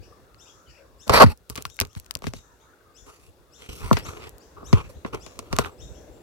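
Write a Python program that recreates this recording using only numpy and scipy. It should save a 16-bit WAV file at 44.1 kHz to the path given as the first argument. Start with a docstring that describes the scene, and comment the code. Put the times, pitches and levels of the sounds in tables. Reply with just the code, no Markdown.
"""Close knocks, clicks and rubs of a small camera being gripped and shifted on a grassy riverbank.
The plastic case cracks, rings and thumps right at its two microphone ports; skin sticks and slips
across it, and one hard scrape overloads the microphones. Behind the handling a bird repeats a rising
chirp in the trees, over light wind, hissing leaves, the wash of the river and the far hum of the shore."""
import sys
import numpy as np
from scipy import signal
from scipy.fft import rfft, irfft
from scipy.io import wavfile
from scipy.ndimage import uniform_filter1d

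SR = 44100
rng = np.random.default_rng(int(sys.argv[2]) if len(sys.argv) > 2 else 0)


def bounce(signal):
    """Save signal as a 16-bit WAV file at the path given by the first command-line argument."""
    frames = np.transpose(np.atleast_2d(signal))
    limited = np.clip(frames, -1, 1)
    pcm = np.round(limited * 32767).astype(np.int16)
    wavfile.write(sys.argv[1], SR, pcm)


N = 274417
TIME = np.arange(N) / SR
HZ = np.fft.rfftfreq(N, 1 / SR)

# colour of the open air: f/Hz, level/dB
AIR_COLOUR = [(15, -56.5), (25, -20), (53, -0.5), (70, -4), (180, -15), (206, -18), (301, -13.5),
              (516, -13.5), (1160, -30), (1370, -28), (1790, -26), (2840, -24), (3080, -33), (3340, -24.5),
              (16000, -28.5)]
# how alike the ambience is at the two ports: f/Hz, correlation
AIR_LIKENESS = [(40, 0.74), (120, 0.95), (400, 0.9), (1000, 0.18), (2500, .25), (12000, 0.6)]
# level of the background hum, which ducks after the loud scrape and swells later: t/s, level/dB
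BACKGROUND_LEVEL = [(0.0, -58), (0.36, -63.5), (1.23, -63.5), (1.33, -67), (3.69, -63.5), (3.88, -56),
                    (4.05, -50), (4.28, -57.5), (6.22, -53.5)]
# the case flexes the two ports differently: f/Hz, lead of the left port/rad
CASE_PHASE = [(40, 0.5), (90, -1), (200, -2.5), (400, 1.6), (700, 1.68), (1200, -1.33), (2500, -2.5),
              (4500, -1), (8000, -12)]


def gain_of(db):
    return 10 ** (np.asarray(db) / 20)


def unit_rms(x):
    return x / np.sqrt(np.mean(x ** 2) + 1e-20)


def as_blow(x):
    """Scales a short sound to the energy of 10 ms at level 1."""
    return x / np.sqrt(np.sum(x ** 2, -1, keepdims=True) / (SR / 100) + 1e-20)


def curve_at(points, hz):
    """Reads a curve along a logarithmic frequency axis."""
    f, value = np.transpose(points)
    return np.interp(np.log(hz + 1), np.log(f + 1), value)


def add(mix, start_s, sound):
    part = mix[..., max(round(start_s * SR), 0):][..., :sound.shape[-1]]
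    part += sound[..., :part.shape[-1]]


def panned(side_db):
    """Left and right gains of mean power 1; positive leans left."""
    return unit_rms(gain_of([[side_db / 2], [-side_db / 2]]))


def below(hz, edge_hz, order=6):
    """Gain of a low-pass."""
    return 1 / np.sqrt(1 + (hz / edge_hz) ** (2 * order))


def above(hz, edge_hz, order=6):
    """Gain of the matching high-pass."""
    return np.sqrt(1 - below(hz, edge_hz, order) ** 2)


def wander(rate_hz, count=N):
    """Slow random drift of rms 1."""
    hz = np.fft.rfftfreq(count, 1 / SR)
    return unit_rms(irfft(rfft(rng.standard_normal(count)) * below(hz, rate_hz, order=2), count))


def tremble(samples, count):
    """Fast random unsteadiness: noise averaged over a few samples."""
    return unit_rms(uniform_filter1d(rng.standard_normal(SR // 2), samples))[:count]


def ports(pair, likeness, phase=0):
    """Partly alike spectra at the two ports, from two unrelated signals."""
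    left, other = rfft(pair)
    right = likeness * left + np.sqrt(1 - likeness ** 2) * other
    return np.array([left, right * np.exp(-1j * phase)])


def patchy(x, depth_db, bins, frames=12):
    """Broad resonances come and go at random, alike at both ports."""
    spectra = signal.stft(x, nperseg=1024, noverlap=768)[2]
    patches = rng.standard_normal(spectra.shape[1:])
    for _ in range(2):
        patches = uniform_filter1d(uniform_filter1d(patches, bins, axis=0), frames, axis=1)
    spectra = spectra * gain_of(depth_db * unit_rms(patches))
    return signal.istft(spectra, nperseg=1024, noverlap=768)[1][:, :x.shape[-1]]


def background_swell():
    """How far the background level stands above its mean, in dB."""
    db = np.interp(TIME, *np.transpose(BACKGROUND_LEVEL))
    return db - db.mean()


def open_air(band):
    """One band of outdoor noise, spread across the stereo field."""
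    # lean of the ambience: f/Hz, left minus right/dB
    balance = [(60, -15.5), (400, 2.5), (1200, -3), (3000, 18.5), (7000, 7), (14000, -3.5)]
    spectra = ports(rng.standard_normal((2, N)), curve_at(AIR_LIKENESS, HZ))
    colour_db = curve_at(AIR_COLOUR, HZ) + curve_at(balance, HZ) * np.array([[0.5], [-0.5]])
    return unit_rms(irfft(spectra * gain_of(colour_db) * band, N))


def shore_hum(lift_db=2.5, flicker_db=1.2):
    """The far shore: flickering low-mid noise, played at the background level."""
    hum = open_air(above(HZ, 200, order=2) * below(HZ, 990, order=2))
    background_db = np.interp(TIME, *np.transpose(BACKGROUND_LEVEL))
    return hum * gain_of(background_db + lift_db + flicker_db * wander(rate_hz=24))


def leaves(level_db=-67, follows=0.32):
    """A fine hiss of leaves that partly follows the background level."""
    return open_air(above(HZ, 2400, order=4)) * gain_of(level_db + follows * background_swell())


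def bump_and_wind(breeze_db=-59, follows=0.76, lumps_db=3.7, surge_s=0.015):
    """Rumble at the ports: a bump of the case dies away, then a lumpy breeze blows with short puffs."""
    # a low bump of the case dying away at the start, then short puffs of wind: t/s, level/dB
    peaks = [(.005, -37), (.69, -48), (3.03, -51.5), (3.29, -51), (4.971, -35), (5.863, -41.5),
             (5.916, -39.5)]
    spectra = ports(rng.standard_normal((2, N)), likeness=0.33) * gain_of(curve_at(AIR_COLOUR, HZ))
    rumble = unit_rms(irfft(spectra * below(HZ, 130, order=2) * above(HZ, 30, order=2), N))
    breeze = gain_of(breeze_db + follows * background_swell() + lumps_db * wander(rate_hz=9.2))
    surges = sum(gain_of(db) / (1 + ((TIME - s) / surge_s) ** 2) ** 2 for s, db in peaks)
    return rumble * (breeze + surges)


def river(level_db=-64.5, period_s=2, crest_s=0.55, depth_db=3, follows=0.19):
    """Small waves make a patchy midrange wash that swells slowly and evenly."""
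    ripples = patchy(rng.standard_normal((2, N)), depth_db=3.5, bins=4)
    spectra = ports(ripples, curve_at(AIR_LIKENESS, HZ))
    wash = unit_rms(irfft(spectra * above(HZ, 1000, order=3) * below(HZ, 1450, order=5), N))
    waves = np.cos(2 * np.pi * (TIME - crest_s) / period_s)
    return wash * gain_of(level_db + depth_db * waves + follows * background_swell())


def among_trees(direct, send, echoes_per_s=2500, build_s=0.0056):
    """A call from the left, plus the soft tail that trunks and leaves scatter from it."""
    # decay among the trees: f/Hz, t60/s
    decay = [(500, .4), (3000, 0.2), (6000, 0.65), (11000, 1)]
    echoes = rng.standard_normal((2, SR)) * (rng.random((2, SR)) < echoes_per_s / SR)
    hz, t, spectra = signal.stft(echoes, SR, nperseg=256)
    envelope = gain_of(-60 * t / curve_at(decay, hz)[:, None]) * (1 - np.exp(-t / build_s))
    tail = signal.istft(spectra * envelope, SR)[1]
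    reverb = signal.fftconvolve(send[None], tail / np.linalg.norm(tail[0]), axes=1)[:, :N]
    return direct * panned(side_db=12) + reverb * panned(side_db=9)


def bird(direct_db=-4, facing=0.6, rasp=0.012, flutter_db=1.7, stop_s=0.002):
    """Raspy rising chirps of four harmonics, some broken off halfway; brighter ones arrive drier."""
    # calls: cue t/s, level/dB, pitch factor, overtone tilt/(dB/octave), cut-off after the cue/s
    chirps = [(.008, -53.5, 0.85, -14, 0.019), (.397, -50, 0.97, -3, .05), (0.459, -52.5, 0.9, -14, 0.029),
              (.686, -51.5, 0.83, -12, 0.02), (1.004, -49.5, 0.96, -0.5, 0.05),
              (1.693, -52.5, 0.98, -1, 0.046), (1.902, -56.5, 1, -6, 0.017), (2.341, -52.5, 1, -2, 0.057),
              (2.603, -62, 1.1, -6, .018), (2.959, -49.5, 0.94, -2, .05), (3.533, -51, 0.96, -2, 0.045),
              (4.043, -45, 1.01, 4.5, 0.048), (4.409, -55.5, .84, -4, 0.039), (4.659, -46, 1.02, 3, 0.058),
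              (4.944, -62, 1.07, -5, .03), (5.215, -48, 0.93, -2, 0.051), (5.798, -47.5, 0.98, -5, .045),
              (5.945, -53.5, 0.97, -9.5, 0.02)]
    # shape of one chirp: t from the cue/s, f/Hz, level/dB
    gesture = [(-.02, 2380, -19), (-.009, 2650, -5), (0, 2760, 1.5), (.008, 3040, 5.5), (.02, 3640, -.5),
               (.03, 3800, 1.5), (.042, 3720, -9.5), (.052, 3350, -23)]
    # resonance of the beak: f/Hz, level/dB
    beak = [(2300, -15.5), (3000, -13), (3700, 0), (4700, -1.5), (5600, -1), (7000, -0.5), (7800, -6),
            (8500, -16.5), (9500, -32), (11200, -13), (14000, -34.5)]
    direct, send = np.zeros((2, N))
    at, pitch, shape_db = np.transpose(gesture)
    t = np.arange(at[0], at[-1], 1 / SR)
    for s, db, factor, tilt, end in chirps:
        hz = factor * np.interp(t, at, pitch) * (1 + rasp * tremble(50, len(t)))
        angle = 2 * np.pi * np.cumsum(hz) / SR
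        voice = sum(gain_of(curve_at(beak, k * hz) + tilt * np.log2(k / 2)) * np.sin(k * angle)
                    for k in range(1, 5))
        gate = 0.5 - 0.5 * np.tanh((t - end) / stop_s)
        call = gain_of(db + np.interp(t, at, shape_db) + flutter_db * tremble(50, len(t))) * gate * voice
        add(send, s + at[0], call)
        add(direct, s + at[0], gain_of(direct_db + facing * tilt) * call)
    return among_trees(direct, send)


def wavering_tone(length_s, hz, waver, fall=0):
    """A short tone that swells and fades, its pitch unsteady and perhaps drooping."""
    t = np.arange(0, length_s, 1 / SR)
    pitch = hz * (1 - fall * (t / length_s) ** 2 + waver * tremble(120, len(t)))
    return np.sin(np.pi * t / length_s) * np.sin(2 * np.pi * np.cumsum(pitch) / SR)


def far_whistles():
    """A few faint tones carry through the trees."""
    # far tones: t/s, length/s, f/Hz, level/dB, waver/share of pitch, final fall/share of pitch
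    whistles = [(0.121, 0.017, 1167, -46, 0.038, 0), (.655, 0.067, 3010, -57.5, 0.036, .08),
                (0.755, .12, 549.4, -52.5, 0.11, 0.023), (0.724, 0.097, 2600, -56, 0.081, 0.14),
                (2.729, 0.017, 1436, -54, .02, 0.017), (2.805, 0.014, 1507, -55, .023, 0.0099),
                (5.703, .048, 7700, -62, .005, 0.00083), (5.831, 0.39, 540, -54, 0.16, 0.003),
                (5.87, .094, 7700, -67, .005, 0), (6.102, 0.1, 7400, -64, 0.0094, 0.017)]
    out = np.zeros(N)
    for s, length, hz, db, waver, fall in whistles:
        add(out, s, gain_of(db) * wavering_tone(length, hz, waver, fall))
    return among_trees(direct=out, send=out)


def crack(tilt, side_db, fade_s, rattle_db, rattle_s):
    """A snap of plastic, different at each port: a sharp burst, then a rattle, weaker in bright snaps."""
    # colour of the snap: f/Hz, level/dB
    colour = [(500, -22.5), (1100, -4.5), (1700, -4.5), (2500, 1), (3300, -3), (4200, -1), (6000, -1.5),
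              (9000, -7), (13000, -11), (16000, -16.5)]
    t, hz = np.arange(2048) / SR, np.fft.rfftfreq(2048, 1 / SR)
    rattle = gain_of(rattle_db - 0.8 * tilt - 2.5) * np.exp(-t / rattle_s)
    burst = rng.standard_normal((2, len(t))) * (np.exp(-t / fade_s) + rattle)
    colour_db = curve_at(colour, hz) + tilt * np.log2(np.maximum(hz, 1500) / 4000)
    log_gain = np.log(gain_of(np.r_[colour_db, colour_db[-2:0:-1]]))
    minimum_phase = np.exp(np.conj(signal.hilbert(log_gain)))[:len(hz)]  # keeps the attack sharp
    return as_blow(irfft(rfft(burst) * minimum_phase)) * panned(side_db)


def clicks():
    """The plastic snaps cleanly, with no ring or thump."""
    # clicks of the case: t/s, level/dB, tilt/(dB/octave), left minus right/dB
    snaps = [(0.3451, -56.5, -6.5, 10), (1.0789, -39.5, 0.5, 14), (1.2224, -15, -4, -8.5),
             (1.375, -55.5, 9, -4), (1.5038, -48, 3.5, 14), (1.556, -37, -1, 5), (1.5609, -38.5, 2.5, -3),
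             (1.5763, -38, -1, -3), (1.6233, -38, 6, 0), (1.666, -44, 18, 2.5), (1.7, -51.5, 1, 12.5),
             (1.7674, -50, 6.5, 7), (1.79, -30.5, -12.5, 5.5), (1.8013, -18, 5, 3),
             (1.8193, -31.5, -6.5, 13), (1.851, -44.5, 2, 0), (1.9512, -47, -4, 1),
             (1.999, -41.5, 8.5, 5.5), (2.063, -52, -0.5, 10), (2.1096, -30.5, 1.5, 11),
             (2.1526, -28, 2.5, 13.5), (2.1707, -48, 2.5, -3.5), (3.9308, -27, -0.5, 2),
             (3.988, -42.5, 11, 9), (4.2934, -43, 12.5, -3), (4.3823, -50.5, 9.5, 6.5),
             (5.1478, -43, 1, -1), (5.5652, -35.5, 2, 0), (5.594, -32, 1, 17), (5.6472, -34, -10, -8)]
    out = np.zeros((2, N))
    for s, db, tilt, side_db in snaps:
        add(out, s, gain_of(db) * crack(tilt, side_db, fade_s=0.00071, rattle_db=-23, rattle_s=0.0047))
    return out


def finger_pressure(rise_s, hold_s, release_s):
    """One stroke builds, holds and dies away."""
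    t = TIME[:SR // 2]
    return np.clip(t / rise_s, 0, 1) * np.exp(-np.maximum(t - rise_s - hold_s, 0) / release_s)


def friction(strokes, colour, release_s, slips_per_s, spread_db, smooth, side_db, judder_db, patchy_db):
    """Skin sticks and slips on the case: dense tiny clicks sound as rumble, body and hiss."""
    # how alike the rubbing is at the two ports: f/Hz, correlation
    likeness = [(60, 0.3), (250, 0.97), (500, 0.97), (1200, 0.7), (2200, 0.77), (12000, 0.36)]
    starts, rises, holds, db, rumble_db, hiss_db, tilt = np.transpose(strokes)
    count = SR * int(np.ceil(starts[-1] - starts[0]))
    hz, shape = np.fft.rfftfreq(count, 1 / SR), (2, count)
    sizes = gain_of(spread_db * np.minimum(rng.exponential(1, shape), 4)) * rng.choice([-1, 1], shape)
    slips = unit_rms(sizes * (rng.random(shape) < slips_per_s / SR))
    grain = patchy(slips + smooth * rng.standard_normal(shape), patchy_db, bins=9)
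    grain = grain * gain_of(judder_db * wander(rate_hz=59, count=count))
    spectra = ports(grain, curve_at(likeness, hz), curve_at(CASE_PHASE, hz))
    spectra *= gain_of(curve_at(colour, hz))
    rumble = unit_rms(irfft(spectra * below(hz, 210, order=3) * above(hz, 48, order=3)))
    body = unit_rms(irfft(spectra * above(hz, 340, order=3) * below(hz, 1420, order=12)))
    hiss = unit_rms(irfft(spectra * above(hz, 1900)))
    low_hiss = irfft(rfft(hiss) * below(hz, 5900, order=2) ** 2)
    pressure = np.zeros((len(starts), count))
    for row, s, rise, hold in zip(pressure, starts, rises, holds):
        add(row, s - starts[0], finger_pressure(rise, hold, release_s))

    def envelope(stroke_db):  # overlapping strokes add in power
        return np.sqrt(gain_of(stroke_db) ** 2 @ pressure ** 2)

    out = np.zeros((2, N))
    add(out, starts[0], rumble * envelope(db + rumble_db) + body * panned(side_db) * envelope(db))
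    add(out, starts[0], low_hiss * envelope(db + hiss_db - 0.5 * tilt))
    add(out, starts[0], (hiss - low_hiss) * envelope(db + hiss_db + tilt))
    return out


def scrape():
    """A finger drags hard over the ports."""
    # hard strokes: t/s, rise/s, hold/s, level/dB, relative rumble/dB, relative hiss/dB, hiss tilt/dB
    strokes = [(1.065, 0.01, 0.012, -41.5, 2.5, -6.5, 6), (1.097, 0.0015, 0.026, -25, 6.5, -11.5, -5),
               (1.118, 0.026, .022, -13.5, -9, -2.5, 1), (1.168, .006, 0.02, -16, -8, -5.5, -1),
               (1.198, .004, 0.03, -3, -20, -13, -0.5), (1.245, 0.0055, 0.039, -40, 14, -2.5, -2),
               (1.29, 0.0085, 0.024, -46.5, 12.5, 3.5, 4)]
    # colour of hard friction: f/Hz, level/dB
    colour = [(21, -38), (35, 2), (114, -10), (239, -6.5), (309, -19.5), (420, -9), (587, -9), (778, -15),
              (1110, -12), (1910, -9.5), (3620, -23), (4440, -14.5), (6520, -30.5), (11800, -28.5),
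              (16000, -40.5)]
    return friction(strokes, colour, release_s=0.007, slips_per_s=2200, spread_db=2.5, smooth=0.4,
                    side_db=-1.5, judder_db=1.05, patchy_db=1.5)


def shell_ring(tilt, grip=0.92, rise_s=0.00072, travel_s=0.0015, wall_hz=1500):
    """The case rings for a few cycles, shortened by the grip; low bending waves arrive later."""
    # modes of the case: f/Hz, level/dB, t60 before the grip/s
    modes = [(251, 0, 0.035), (402, -0.5, 0.044), (516.3, 0, 0.035), (649, 1.5, 0.026), (958, -4, 0.024),
             (1101, 9.5, 0.012), (1243, -13.5, 0.0053), (1374, -9, 0.043)]
    t, ring = np.arange(4096) / SR, 0
    top_hz = modes[-1][0]
    for hz, db, t60 in modes:
        age = np.maximum(t - travel_s * (np.sqrt(top_hz / hz) - 1), 0)
        phase = rng.standard_normal() - np.array([[0], [curve_at(CASE_PHASE, hz)]])
        level = gain_of(db + tilt * np.log2(hz / 750) - 60 * age / (t60 * grip))
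        ring = ring + level * (1 - np.exp(-age / rise_s)) * np.sin(2 * np.pi * hz * age + phase)
    return as_blow(signal.sosfilt(signal.butter(2, wall_hz, fs=SR, output="sos"), ring))


def thump(end_hz, sweep=1.7, settle_s=0.0066, rise_s=0.0033, fade_s=0.015, apart_rad=2.4):
    """The slow bending waves come last: a falling boom that pushes one port and pulls the other."""
    t = np.arange(SR // 6) / SR
    angle = 2 * np.pi * np.cumsum(end_hz * (1 + sweep * np.exp(-t / settle_s))) / SR
    envelope = (1 - np.exp(-t / rise_s)) * np.exp(-t / fade_s)
    return as_blow(np.sin(angle + np.array([[0], [apart_rad]])) * envelope)


def knocks(ring_lead_s=0.0011, crack_lead_s=0.0004):
    """Each knock rings the shell, cracks and thumps."""
    # blows on the case: t/s, ring level/dB, ring tilt/(dB/octave), thump level/dB, final thump f/Hz,
    # crack level/dB, crack tilt/(dB/octave), crack left minus right/dB
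    blows = [(1.0961, -12.5, 2.5, -33, 89, -20, -3.5, -3.5), (1.239, -13.5, -19, -5.5, 90.6, -26, -5, 3),
             (1.263, -42, -15, -10, 68.2, -35, -9, 14), (1.5, -39.5, -4.5, -44, 110, -34, 5, 2.5),
             (1.5797, -33.5, -7, -48, 128, -37.5, -9, 2), (1.6535, -32.5, 21, -37, 90, -31.5, -2, 5.5),
             (1.813, -27, 0.5, -33, 99.4, -23, 3, -12), (1.964, -53, -11, -30.5, 78.5, -49.5, -21, 5),
             (2.16, -40.5, -2.5, -58, 97, -54, -5.5, 8), (2.2221, -41, 1, -49, 107, -48, -1.5, -1),
             (2.242, -37.5, 0.5, -30, 105.5, -38, -9, 4), (2.269, -25, -11, -23, 123, -32, -5, 12),
             (2.337, -35.5, -4.5, -48, 138, -39.5, -2.5, 9), (3.913, -12.5, 5, -7.5, 131, -43, -8, 19),
             (3.929, -23, 1, -11.5, 77.6, -32.5, -5, -11), (3.97, -26.5, -1, -41, 76, -26.5, -8.5, 10),
             (4.63, -39.5, -3.5, -52, 80, -72, 0, 2), (4.7298, -13.5, -5.5, -3.5, 90, -24.5, -6.5, 0.5),
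             (5.0487, -28, -2.5, -31, 144.4, -35, -14.5, -3), (5.0632, -40.5, 11, -41, 95, -48, -9, -9),
             (5.2646, -42.5, 2, -46.5, 90, -42.5, -4.5, 15), (5.3916, -35, 2, -47, 88.6, -35.5, -1, 4),
             (5.5289, -24.5, -1, -21, 90, -29.5, -3.5, 0.5), (5.5876, -14.5, 1, -20, 121, -20, -1, 1)]
    out = np.zeros((2, N))
    for s, ring_db, ring_tilt, thump_db, thump_hz, crack_db, crack_tilt, side_db in blows:
        add(out, s - ring_lead_s, gain_of(ring_db) * shell_ring(ring_tilt) * panned(side_db=1.5))
        add(out, s, gain_of(thump_db) * thump(thump_hz) * panned(side_db=0.5))
        snap = crack(crack_tilt, side_db, fade_s=0.00012, rattle_db=-21.5, rattle_s=0.0071)
        add(out, s - crack_lead_s, gain_of(crack_db) * snap)
    return out


def skin_squeaks():
    """Now and then the skin squeaks on the plastic."""
    # squeaks: t/s, length/s, f/Hz, level/dB
    squeaks = [(1.195, 0.046, 1081, -6.5), (1.286, 0.045, 2660, -43.5), (1.295, 0.045, 837, -41.5),
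               (4.893, 0.015, 547, -40)]
    out = np.zeros((2, N))
    for s, length, hz, db in squeaks:
        add(out, s, gain_of(db) * wavering_tone(length, hz, waver=0.032))
    return out


def grip_ticks(from_s=1.48, to_s=2.2, per_s=26, level_db=-57.5, spread_db=2.5):
    """The case ticks faintly and unevenly as the fingers find a new grip."""
    out = np.zeros((2, N))
    slots = np.arange(from_s, to_s, 1 / per_s)
    for s, (late, size) in zip(slots, rng.random((len(slots), 2))):
        tick = crack(tilt=6, side_db=5, fade_s=0.0007, rattle_db=-20, rattle_s=0.003)
        add(out, s + late / per_s, gain_of(level_db + spread_db * (2 * size - 1)) * tick)
    return out


def rubs():
    """Fingers rub and slide lightly over the case."""
    # light strokes: t/s, rise/s, hold/s, level/dB, relative rumble/dB, relative hiss/dB, hiss tilt/dB
    strokes = [(1.497, .006, 0.0084, -49, 10.5, 1, 8.5), (1.553, 0.0079, 0.024, -42, -3, -2.5, 4),
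               (1.59, 0.018, 0.088, -63.5, 13, 2, 5), (1.8, 0.007, 0.028, -45, 14, -5.5, 1),
               (1.96, 0.013, 0.013, -62.5, 26.5, 9, 9), (2.155, 0.0034, 0.0061, -58, 19.5, -8, 3),
               (2.225, 0.013, 0.043, -53.5, 18, 4.5, 5), (2.34, 0.009, 0.022, -59.5, 17.5, 8, 7),
               (3.055, 0.022, 0.019, -48.5, -11, -4, 5.5), (3.09, 0.044, .14, -68, -2.5, 7.5, 7),
               (3.57, .04, 0.056, -53.5, -4.5, 2.5, 2), (3.687, 0.0044, 0.021, -45.5, 14, 2, 3.5),
               (3.71, 0.013, 0.23, -51, 1, 2, 10), (3.8, 0.022, 0.12, -42.5, 5, -10.5, -6),
               (3.93, 0.0049, 0.063, -42.5, 12.5, 2, 0), (3.962, 0.0049, 0.0036, -36.5, -4, -8, -4),
               (4.035, 0.042, 0.019, -39, -3, -3.5, 0.5), (4.11, 0.017, 0.15, -49, -1, -4, -1),
               (4.2, 0.021, 0.038, -46.5, -15, -2.5, -6), (4.56, 0.015, 0.061, -48.5, 0, -19, -6),
               (4.662, 0.0085, 0.074, -55.5, 20.5, -5, 1), (4.735, 0.0075, 0.054, -34, 2.5, -10, -3.5),
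               (4.83, .012, .02, -61, 21, 1, -9), (4.885, 0.0088, 0.0096, -54.5, 2, 1, 7),
               (5.05, 0.012, .008, -42.5, 0, -8.5, 2), (5.122, 0.015, 0.0087, -33.5, 2, -9.5, -0.5),
               (5.18, 0.022, 0.28, -56, -8, -4.5, 3), (5.5, 0.027, 0.15, -40, 6, -8, 3),
               (5.59, 0.006, 0.0093, -32.5, 2, -6.5, 5), (5.635, 0.0043, 0.011, -42, -2, -1, 4)]
    # colour of light friction: f/Hz, level/dB
    colour = [(21, -12), (35, 9), (86, 5), (334, -12.5), (431, -0.5), (529, -14), (862, -14), (1170, -9.5),
              (1720, -16), (2730, -13.5), (3270, -20), (5180, -25), (10100, -33), (14400, -38.5),
              (16000, -46)]
    return friction(strokes, colour, release_s=0.02, slips_per_s=1800, spread_db=3.5, smooth=0.65,
                    side_db=0, judder_db=2.5, patchy_db=2.5)


def scene():
    """Handling noise right at the ports, with the riverbank behind it."""
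    handling = knocks() + clicks() + grip_ticks() + scrape() + rubs() + skin_squeaks()
    return handling + shore_hum() + leaves() + bump_and_wind() + river() + bird() + far_whistles()


def record(dry, low_cut_hz=32, top_hz=16300):
    """The microphones lose the deepest bass, flatten peaks at full scale and cut the highest treble."""
    heard = signal.sosfilt(signal.butter(2, low_cut_hz, "high", fs=SR, output="sos"), dry)
    clipped = heard / (1 + heard ** 8) ** (1 / 8)
    band_limit = signal.firwin(255, top_hz, window=("kaiser", 7), fs=SR)
    return signal.oaconvolve(clipped, band_limit[None], "same")


dry = scene()
out = record(dry)
bounce(out)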